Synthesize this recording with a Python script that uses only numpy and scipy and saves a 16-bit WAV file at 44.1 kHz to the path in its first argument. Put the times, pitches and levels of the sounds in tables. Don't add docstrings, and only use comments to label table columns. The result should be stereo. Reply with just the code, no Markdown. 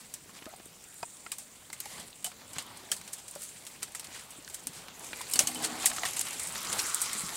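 import sys
import numpy as np
from scipy import signal
from scipy.fft import rfft, irfft
from scipy.io import wavfile
from scipy.ndimage import uniform_filter1d

SR = 44100
rng = np.random.default_rng(int(sys.argv[2]) if len(sys.argv) > 2 else 0)


def store_wav(level_fs):
    pcm = np.round(np.clip(np.atleast_2d(level_fs), -1, 1) * 32767)
    wavfile.write(sys.argv[1], SR, pcm.T.astype(np.int16))


def ratio_of_db(decibels):
    return 10 ** (np.asarray(decibels, float) / 20)


N = 324576


def rms_one(x):
    return x / np.sqrt(np.mean(x ** 2) + 1e-20)


def in_time(rows, silent_db=None):
    s, *columns = np.transpose(rows)
    return [np.interp(np.arange(N) / SR, s, c, silent_db, silent_db) for c in columns]


def at_hz(points, hz):
    point_hz, point_db = np.transpose(points)
    return np.interp(np.log(hz), np.log(point_hz), point_db)


def drift(rate_hz):
    r = np.exp(-80 * np.pi * rate_hz / SR)
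    slow = signal.lfilter([1], [1, -2 * r, r * r], rng.standard_normal(N // 40 + 2002))
    slow = slow[2000:]
    return np.interp(np.arange(N) / 40, np.arange(len(slow)), rms_one(slow))


def resonate(x, hz, width_hz):
    r = np.exp(-np.pi * width_hz / SR)
    zeros = np.array([1, 0, -1]) * (1 - r * r) / 2
    return signal.lfilter(zeros, [1, -2 * r * np.cos(2 * np.pi * hz / SR), r * r], x)


# f/Hz, level/dB
LEAN = [(60, -1), (240, 0.5), (950, 0.5), (3770, 0.0), (15000, -2)]
# f/Hz, level/dB
OPPOSED = [(60, -35), (300, -22), (1000, -20), (3000, -20), (5500, -13.5), (8000, -13.5), (10500, -19.5),
           (15000, -36)]


def spread(mid, side, hz, wide_db=0.0):
    lean = ratio_of_db(at_hz(LEAN, hz) / 2)
    opposed = ratio_of_db(at_hz(OPPOSED, hz) + wide_db) * side
    return np.array([(mid + opposed) * lean, (mid - opposed) / lean])


def crackle(per_s, size_db, t60_s, share):
    size = ratio_of_db(size_db * np.minimum(rng.exponential(1, N), 4))
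    hits = (rng.random(N) < per_s / SR) * size ** 2
    power = signal.lfilter([1], [1, -ratio_of_db(-120 / (t60_s * SR))], hits)
    share = np.clip(share, 0, 1)
    return np.sqrt(1 - share + share * power / power.mean())


def banded(spectrum, grain, patchy_db, patch_hz, wide_db):
    white = rng.standard_normal((2, 2, N)) * grain
    base_hz, octaves = spectrum[1][0], np.log2(spectrum[-1][0] / spectrum[1][0])
    edges = base_hz * 2 ** np.arange(-1 / 3, octaves, 1 / 3)
    out = 0
    for k, (low, high) in enumerate(zip(edges, np.minimum(edges[1:], .45 * SR))):
        band = signal.butter(2, [low, high], "band", fs=SR, output="sos")
        mid, side = signal.sosfilt(band, white[k % 2])
        hz = np.sqrt(low * high)
        level = ratio_of_db(at_hz(spectrum, hz) + patchy_db * drift(patch_hz))
        out = out + level * spread(mid, side, hz, wide_db)
    return rms_one(out)


def tuned_air(peaks, grain, wide_db):
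    white = rng.standard_normal((2, N)) * grain
    out = 0
    for hz, width_hz, db in peaks:
        mid, side = resonate(resonate(white, hz, width_hz), hz, width_hz)
        out = out + ratio_of_db(db) * spread(mid, side, hz, wide_db)
    return rms_one(out)


def add(out, s, sound):
    i = round(s * SR)
    out[:, max(i, 0):i + sound.shape[1]] += sound[:, max(-i, 0):N - i]


def splinters(noise, size_db):
    return ratio_of_db(size_db * uniform_filter1d(noise, size=24) * np.sqrt(24))


# f/Hz, level/dB
MICROPHONE = [(300, -16.5), (1000, -9.5), (1600, -7.5), (4500, -6.5), (6200, -7), (8300, -1.5),
              (11000, -11.5), (16000, -24)]
BRIGHT_DB, WOOD_DB = -10.0, -5
WOOD_PER_THICKNESS = 1.37


def coloured(burst, level_db, thickness_db, wide_db):
    hz = np.fft.rfftfreq(burst.shape[1], 1 / SR) + 1
    wood_db = WOOD_DB + WOOD_PER_THICKNESS * thickness_db
    colour_db = at_hz([(1500, wood_db + 4.5), (4000, thickness_db + 0.5), (8500, 0)], hz)
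    colour_db = colour_db + at_hz(MICROPHONE, hz)
    mid, side = rfft(burst) * ratio_of_db(level_db + colour_db + BRIGHT_DB + 9)
    return irfft(spread(mid, side, hz, wide_db))


# t/s, level/dB, thickness (middle over bright)/dB, scatter t60/s
BREAKS = [(0.1386, -23.5, -6, 0.085), (1.3174, -19.5, -3.5, 0.089), (1.3836, -28, -7.5, 0.2),
          (1.7287, -24.5, -4, .077), (1.8025, -23, -3.5, 0.05), (1.9984, -31.5, -2, 0.1),
          (2.2437, -18.5, -5.5, 0.13), (2.2627, -26.5, -3, 0.12), (2.583, -24, 5, 0.13),
          (2.9158, -13.5, -5, .11), (3.1318, -23, -7, 0.1), (3.8291, -18.5, -2.5, 0.065),
          (3.9489, -23, -3.5, 0.092), (3.9954, -24.5, -2.5, 0.067), (4.5431, -21.5, -8, 0.077),
          (4.6697, -17, -5.5, 0.044), (5.2133, -25.5, 2.5, 0.044), (5.312, -23.5, -8, 0.2),
          (5.3353, -10.5, -9, 0.06), (5.3568, -15.5, -1.5, 0.077), (5.3906, -7, -4, 0.13),
          (5.4719, -14, -4.5, 0.086), (5.8577, -4, -9, 0.1), (6.0521, -20.5, 3, 0.19),
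          (6.1924, -18, -8, 0.063), (6.55, -31, 5.5, 0.27), (6.7275, -17, -3, 0.07),
          (6.9449, -10.5, -11, 0.037), (7.0165, -11.5, -10, 0.085), (7.1306, -18, -5, .046)]
# t/s, level/dB, thickness/dB
TWIGS = [(.5626, -37.5, -19), (.6549, -35, -23), (2.5325, -30, -5), (2.9644, -28.5, -3), (3.0763, -33.5, 3),
         (3.183, -34.5, 1), (3.2806, -28.5, -6), (3.3104, -31, -22), (3.352, -30, -6), (3.494, -36, -10),
         (3.652, -48, 0), (3.666, -28, -2), (4.043, -30.5, -0.5), (4.194, -36, 4), (4.306, -32, -12),
         (4.4982, -32.5, -2), (4.733, -37, -1), (5.043, -33, 0.5), (5.2864, -33, -16), (5.5463, -23.5, -8),
         (5.963, -24.5, 0), (6.1662, -21, -1), (6.2681, -28.5, 7), (6.33, -25, -2), (6.3956, -21.5, -5.5),
         (6.471, -24, -15), (6.647, -26, 2.5), (7.0576, -25, 3.5), (3.712, -38, -15), (3.92, -38, -4)]
# t/s, level/dB, thickness/dB
STICKS = [(.294, -53.5, 15), (.423, -53.5, 22.5), (.456, -37.5, 9), (.597, -53, 15), (5.843, -35, 18.5),
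          (5.914, -38.5, 20.5), (6.555, -39, 19.5), (1.029, -34, 9), (1.2634, -47.5, 22.5),
          (1.701, -39, 11.5), (1.856, -29.5, 3.5), (2.316, -42.5, 14.5), (3.0132, -33.5, 6.5),
          (4.477, -38.5, 8), (4.883, -37, 9.5), (5.1309, -38, 19), (5.983, -29.5, 12), (6.0332, -27, 11)]
TWIG_T60_S, STICK_T60_S = .1, 0.025


def snaps():
    out, lead = np.zeros((2, N)), 128
    t = np.maximum(np.arange(-lead, 8192 - lead) / SR, 0)
    late = ratio_of_db(-24 - 60 * t / .28)
    rows = BREAKS + [(*row, TWIG_T60_S) for row in TWIGS] + [(*row, STICK_T60_S) for row in STICKS]
    for s, level_db, thickness_db, t60_s in rows:
        noise = rng.standard_normal((3, len(t)))
        lags = (rng.uniform(.0002, .0012, 2) * SR).astype(int)
        bright = signal.lfilter([1, -.75], [1], noise[:2])
        crack = bright * splinters(noise[2], size_db=5.5) * ratio_of_db(-6.5 - 60 * t / 0.02)
        scatter = noise[:2] * (ratio_of_db(-2.0) * ratio_of_db(-60 * t / max(t60_s, .02)) + late)
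        crack[:, lead + 30:lead + 33] += ratio_of_db(19.5) * np.array([.6, -1, .4])
        crack = crack + 0.42 * np.roll(crack, lags[0], axis=1) - 0.12 * np.roll(crack, lags[1], axis=1)
        burst = (crack + scatter) * np.minimum(t / 0.00085, 1)
        add(out, s - lead / SR, coloured(burst, level_db, thickness_db, wide_db=-1.5))
    return out


def knocks(rows, thump_db, rattle_db, tick_db, late_s, wide_db):
    out, t = np.zeros((2, N)), np.arange(6000) / SR
    for s, peak_db, hz, t60_s in rows:
        push = np.sin(np.pi * np.minimum(t * hz * 3, 1))
        push = (push + 0.13 * np.roll(push, round(0.003156 * SR))) * [[1], [.4]]
        noise = rng.standard_normal((2, len(t)))
        rattle = noise * ratio_of_db(rattle_db - 60 * t / max(t60_s, .01))
        drive = push + signal.lfilter([.3], [1, -.7], rattle)
        width_hz = 2.6 / max(t60_s, .01)
        body = resonate(drive, hz, width_hz)
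        body += ratio_of_db(-19.5) * resonate(drive, hz * 0.75, 2.1 * width_hz)
        body += ratio_of_db(-25.5) * resonate(drive, hz * 1.5, 1.0 * width_hz)
        body += ratio_of_db(thump_db) * resonate(drive, hz * 0.35, hz * 0.072)
        tick = resonate(noise * ratio_of_db(-60 * t / 0.0074), 1340, 1370)
        mid, side = (body / np.abs(body[0]).max() + ratio_of_db(tick_db) * tick) * ratio_of_db(peak_db)
        add(out, s + late_s, spread(mid, side, hz, wide_db))
    return out


# t/s, peak level/dB, f/Hz, t60/s
RINGS = [(1.028, -34, 2500, 0.03), (1.028, -32, 4900, 0.033), (1.2635, -38, 2050, 0.026),
         (1.316, -37, 2460, 0.049), (1.73, -32, 2120, 0.029), (2.2448, -26.5, 3000, 0.04),
         (2.263, -33, 3020, .03), (2.5835, -27, 4060, 0.021), (2.917, -19, 3140, 0.014),
         (3.828, -41, 4570, 0.051), (3.948, -37, 1940, 0.035), (5.132, -34, 2380, 0.037),
         (5.3353, -30, 3000, 0.087), (5.3909, -20, 2730, 0.03), (5.405, -27, 3000, .06),
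         (5.4715, -25.5, 2960, 0.057), (5.556, -31, 3040, 0.072), (5.6504, -28, 4460, 0.04),
         (5.859, -19.5, 5230, 0.026), (6.0337, -20, 1960, 0.036), (6.0527, -22.5, 1890, 0.025),
         (6.792, -21.5, 4310, 0.033), (5.3911, -4.5, 5900, 0.0083), (5.3353, -19, 5370, .015),
         (5.4715, -13, 6430, 0.013), (5.8575, -15, 6800, 0.018), (5.862, -18, 1980, .02),
         (6.0345, -30, 2900, 0.017), (6.056, -33, 3600, .05), (6.796, -23, 5530, 0.028),
         (5.358, -24, 4530, .04), (6.167, -24, 8430, .015), (6.192, -16, 7200, .012),
         (2.5835, -21, 6700, .008), (1.3835, -33, 12100, .006), (1.318, -39, 1730, .02),
         (5.8575, -12.5, 11600, .006), (2.244, -22, 11500, .006)]


def split_wood():
    return ratio_of_db(-3.0) * knocks(RINGS, thump_db=-61.0, rattle_db=-8.0, tick_db=-37.0,
                              late_s=.0005, wide_db=0.0)


# t/s, peak level/dB, f/Hz
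KNOCKS = [(0.291, -46, 1060), (0.464, -41.5, 1250), (.535, -36.5, 760), (0.599, -44, 790),
          (1.0282, -29.5, 924), (1.261, -39, 1370), (1.322, -40, 1130), (1.698, -43, 850),
          (1.856, -39, 825), (2.919, -34, 1730), (3.826, -34.5, 1950), (3.947, -39.5, 1310),
          (4.143, -43.5, 1850), (4.475, -40.5, 1660), (5.129, -35, 956), (5.206, -33.5, 990),
          (5.392, -51, 1620), (5.842, -33, 746), (5.981, -29, 1280), (6.032, -28.5, 720), (6.04, -32, 1070),
          (6.267, -38, 1130), (7.148, -37, 1250)]
# t/s, peak level/dB, f/Hz, t60/s
THUDS = [(0.419, -42.5, 288, 0.011), (0.462, -34, 283, 0.015), (0.526, -44, 764, 0.057),
         (.597, -41, 333, 0.019), (0.658, -44.5, 275, 0.024), (1.027, -32, 682, 0.028),
         (1.026, -45, 160, 0.023), (1.026, -35, 1290, 0.021), (1.026, -40, 400, 0.017),
         (2.247, -42, 710, 0.037), (2.262, -39.5, 720, 0.06), (2.563, -40, 154, 0.073),
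         (2.832, -47, 300, .035), (3.357, -36, 577, 0.069), (4.081, -48, 305, 0.04),
         (4.384, -44, 293, 0.046), (4.666, -40.5, 260, 0.08), (5.354, -37, 253, 0.068),
         (5.405, -29, 610, 0.035), (6.691, -40, 187, 0.076), (4.69, -45, 158, 0.12),
         (5.431, -40.5, 119, 0.18), (.47, -41.5, 625, 0.068), (7.233, -36, 179, 0.11),
         (7.15, -42, 203, 0.11)]
KNOCK_T60_S = 0.026


def struck_wood():
    struck = [(*row, KNOCK_T60_S) for row in KNOCKS] + THUDS
    return knocks(struck, thump_db=-20.5, rattle_db=1.0, tick_db=1.5, late_s=0.00256, wide_db=6.0)


# f/Hz, level/dB
LIMB_DEEP = [(246, 0), (316, -1), (445, -8.5)]


def limb_tones(waver, rough_db):
    out = 0
    for hz, db in LIMB_DEEP:
        turn = 2 * np.pi * np.cumsum(hz * (1 + waver * drift(9.76))) / SR
        steadier = (LIMB_DEEP[0][0] / hz) ** 2
        strength = ratio_of_db(db + rough_db * drift(22) * steadier)
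        out = out + strength * spread(np.sin(turn), np.cos(turn), hz, wide_db=-16.0)
    return rms_one(out)


# t/s, deep level/dB, upper level/dB
GROAN = [
    (5.33, -62, -60),
    (5.35, -48, -52),
    (5.5, -46, -48),
    (5.62, -41.5, -54),
    (5.76, -43.5, -48),
    (5.88, -57, -48.5),
    (6.05, -63, -47),
    (6.1, -70, -47),
]
# f/Hz, width/Hz, level/dB
LIMB_UPPER = [(748, 170, 3.5), (800, 55, -18), (1125, 65, 3.5)]


def groan():
    deep_db, upper_db = in_time(GROAN, -150)
    slips = crackle(50, size_db=-1.0, t60_s=0.046, share=0.33)
    deep = ratio_of_db(deep_db - 4.0) * limb_tones(waver=0.012, rough_db=2.5)
    return deep + ratio_of_db(upper_db - 1.5) * tuned_air(LIMB_UPPER, slips, wide_db=-8.0)


# t (middle)/s, level/dB, thickness/dB,
# half length/s
SWISHES = [(0.371, -41, 3.5, 0.03), (2.566, -38, 8.5, 0.012), (2.774, -35.5, -5, 0.0073),
           (6.286, -20, -18, .0015), (6.524, -21, -20, 0.0014), (6.72, -31, -13, .0015),
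           (1.17, -35, -3, 0.0023), (3.825, -32, 2, .003), (5.902, -23, 1, 0.0051),
           (3.136, -21.5, -13, 0.0047), (3.435, -27.5, -9, 0.028), (4.157, -36.5, 4, 0.04),
           (4.545, -31.5, -6, 0.013), (5.649, -18, 0, 0.016), (5.833, -33, 7.5, 0.031),
           (6.214, -14, -7.5, 0.005), (6.731, -27, 5.5, 0.0079), (6.797, -16.5, -1.5, 0.01),
           (0.013, -38.5, -4, .015), (0.062, -42, -8, .015), (4.168, -43, -12, .03), (4.595, -35, -8, .006),
           (4.637, -36, -16, 0.0063), (4.774, -36.5, 0, 0.049), (3.568, -43, 3, 0.019),
           (1.922, -39, -3.5, 0.088)]


def swishes():
    out, t = np.zeros((2, N)), np.arange(-4096, 4096) / SR
    for s, level_db, thickness_db, half_s in SWISHES:
        noise = rng.standard_normal((3, len(t)))
        burst = noise[:2] * splinters(noise[2], size_db=2.5) * np.exp(-np.abs(t / half_s))
        add(out, s + t[0], coloured(burst, level_db, thickness_db, wide_db=-0.5))
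    return out


# t/s, peak level/dB, f/Hz
FLICKS = [(5.624, -30, 11000), (5.648, -18, 8600), (5.715, -44, 7850), (5.8028, -49, 6500),
          (5.8227, -28, 6900), (5.947, -34, 7300), (6.2109, -18, 9500), (6.308, -23, 7500),
          (6.4338, -24, 9000), (6.473, -30, 8500), (6.583, -31, 12000), (6.606, -32, 11500),
          (6.63, -29, 11000), (6.657, -40, 12000), (6.671, -26, 4600), (6.7164, -32, 7800),
          (6.756, -33, 13000), (6.7736, -36, 8200), (6.7922, -22, 6500), (6.866, -26, 9000),
          (5.299, -29, 11000), (5.437, -30, 13000), (5.487, -30, 12000), (5.173, -36, 11000),
          (4.995, -32, 8000), (6.134, -26, 7000), (7.098, -25.5, 3500), (7.355, -25, 7960),
          (.3102, -49, 8900), (.3351, -43, 8400), (.345, -46, 5300), (.389, -38.5, 2400),
          (.4424, -41, 10000), (.49, -41, 11000), (.5252, -45, 9500), (.8395, -39, 7400),
          (.8874, -46, 9500), (.942, -38, 10000), (.9926, -41, 8100), (1.1054, -43, 7000),
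          (1.2047, -38, 7300), (1.8023, -23.5, 11700), (1.837, -38, 7000), (2.1066, -40, 8400),
          (2.129, -39.5, 3170), (2.5581, -47, 4400), (2.624, -35, 9500), (2.665, -37, 11000),
          (3.4195, -30, 8700), (3.435, -29, 10500), (3.5473, -42, 8900), (3.6514, -33, 8500),
          (4.07, -34, 5500), (4.147, -37, 7900), (4.2373, -41, 8200), (4.4248, -40, 8200),
          (4.447, -35, 5300), (4.488, -36, 10000), (4.504, -38, 12500), (2.9163, -22.5, 5160)]
FLICK_T60_S, FLICK_WIDTH = 0.013, 0.65


def flicks():
    out, t = np.zeros((2, N)), np.arange(1500) / SR
    for s, peak_db, hz in FLICKS:
        hit = rng.standard_normal((2, len(t))) * ratio_of_db(-60 * t / FLICK_T60_S)
        ring = resonate(resonate(hit, hz, FLICK_WIDTH * hz), hz, FLICK_WIDTH * hz)
        mid, side = ring / np.abs(ring[0]).max() * ratio_of_db(peak_db)
        add(out, s, spread(mid, side, hz, wide_db=-4.0))
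    return out


# f/Hz, density/dB
LEAVES = [(880, -39), (1500, -11), (2100, 1), (6000, -1.5), (8080, 5), (9800, -2.5), (12100, -3.5),
          (16000, -22)]


def leaves(level_db):
    fine = crackle(450, size_db=4.5, t60_s=0.011, share=0.23)
    rustle = ratio_of_db(level_db) * banded(LEAVES, fine, patchy_db=3.0, patch_hz=15.7, wide_db=0.5)
    return rustle + 0.56 * resonate(rustle, 7440, 940)


def leaf_ticks():
    white = rng.standard_normal((2, N)) * crackle(70, size_db=5.0, t60_s=.008, share=1)
    band = signal.butter(2, [6500, 15500], "band", fs=SR, output="sos")
    mid, side = signal.sosfilt(band, white)
    return rms_one(spread(mid, side, 10000, wide_db=-8.0))


# f/Hz, density/dB
BRANCHES = [(180, -34), (300, 3), (877, 8), (2740, 0.5), (4000, 1), (5200, 4), (8800, -120)]


def branches(level_db):
    coarse = crackle(73, size_db=-2.0, t60_s=0.072, share=0.34)
    return ratio_of_db(level_db) * banded(BRANCHES, coarse, patchy_db=2.5, patch_hz=7.5, wide_db=2.5)


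# f/Hz, density/dB
RUMBLE = [(24, -41), (40, -10), (204, 0), (344, -8), (600, -12), (780, -48), (1320, -120)]
RUMBLE_DB, RUMBLE_FOLLOWS = -60.5, 0.76


def rumble(branches_db):
    low_db = RUMBLE_DB + RUMBLE_FOLLOWS * (branches_db - branches_db.mean())
    return ratio_of_db(low_db) * banded(RUMBLE, 1, patchy_db=2.5, patch_hz=4.3, wide_db=2.0)


# t/s, leaf shake level/dB, limb sway level/dB
SHAKE = [(0.0, -58, -59), (0.61, -58, -59.5), (1.72, -58, -60.5), (1.86, -50, -56), (2.0, -50, -50),
         (2.12, -57.5, -61), (2.64, -55.5, -53), (3.24, -53.5, -58), (4.47, -54.5, -57.5),
         (4.84, -56.5, -53.5), (5.08, -48, -52), (5.53, -42.5, -48), (5.64, -48.5, -42), (5.84, -41.5, -49),
         (6.6, -42.5, -48.5), (6.77, -38, -43.5), (6.91, -36.5, -50), (7.36, -41.5, -47.5)]
TICKS_DB = -22.0


def crown():
    leaves_db, branches_db = in_time(SHAKE)
    ticks = ratio_of_db(leaves_db + TICKS_DB) * leaf_ticks()
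    return leaves(leaves_db) + ticks + branches(branches_db) + rumble(branches_db)


def blow(rows, width_hz):
    level_db, _ = in_time(rows, -150)
    _, centre_hz = in_time(rows)
    low = signal.butter(2, width_hz / 2, fs=SR, output="sos")
    slow = signal.sosfilt(low, rng.standard_normal((4, N)))
    turn = 2 * np.pi * np.cumsum(centre_hz) / SR
    mid, side = slow[:2] * np.cos(turn) + slow[2:] * np.sin(turn)
    return ratio_of_db(level_db) * rms_one(spread(mid, side, np.mean(centre_hz), wide_db=-32.0))


# t/s, level/dB, resonance f/Hz
BLOWS = [
    [(1.82, -73, 1980), (1.946, -50.5, 2060), (2.08, -75, 2030)],
    [(6.5, -50.5, 1146), (6.806, -42, 1342), (7.36, -50, 1178)],
    [(4.0, -65, 2294), (4.17, -56, 2200), (4.23, -74, 2400)],
]


def trunk():
    early, strong, faint = BLOWS
    strong_pair = ratio_of_db(-1.5) * (blow(early, width_hz=370) + blow(strong, width_hz=450))
    return strong_pair + blow(faint, width_hz=710)


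# t/s, level/dB
HISS = [
    (0.72, -66),
    (.82, -53),
    (1.03, -43),
    (1.25, -50.5),
    (1.6, -50.5),
    (1.85, -65),
]
# f/Hz, width/Hz, level/dB
HISS_PEAKS = [(7270, 520, 0.5), (8200, 590, 2), (8700, 510, -1), (9250, 300, -11), (10000, 400, -5)]


def insect():
    level_db, = in_time(HISS, -150)
    return ratio_of_db(level_db - 6.5) * tuned_air(HISS_PEAKS, ratio_of_db(2.5 * drift(30)), wide_db=7.5)


# f/Hz, density/dB
AIR = [(30, 6), (150, 4), (500, -1), (2000, -11.5), (6000, -4.5), (11000, -9), (15600, -3), (16300, -36)]
# f/Hz, density/dB
AIR_AROUND = [(24, -51), (40, -19), (425, 2.5), (2730, -6), (7270, -16.5), (8590, -20), (12000, -52),
              (22000, -120)]
AIR_DB, AROUND_DB = -61.5, -61.5


def air():
    hz = np.fft.rfftfreq(N, 1 / SR) + 1
    ahead, around = rfft(rng.standard_normal((2, N)))
    ahead = ratio_of_db(AIR_DB) * rms_one(irfft(ahead * ratio_of_db(at_hz(AIR, hz)), N))
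    around = ratio_of_db(AROUND_DB) * rms_one(irfft(around * ratio_of_db(at_hz(AIR_AROUND, hz)), N))
    return np.array([ahead + around, ahead - around])


def scene():
    wood = snaps() + split_wood() + struck_wood() + groan()
    foliage = swishes() + flicks() + crown()
    return wood + foliage + trunk() + insect() + air()


def band_limit(x):
    return signal.sosfilt(signal.butter(12, 16810, fs=SR, output="sos"), x)


def record(dry):
    top_cut = signal.cheby2(24, 50, 16250, fs=SR, output="sos")
    bass_cut = signal.butter(2, 33, "high", fs=SR, output="sos")
    mix = signal.sosfilt(bass_cut, signal.sosfilt(top_cut, dry))
    return band_limit(mix)


dry = scene()
out = record(dry)
store_wav(out)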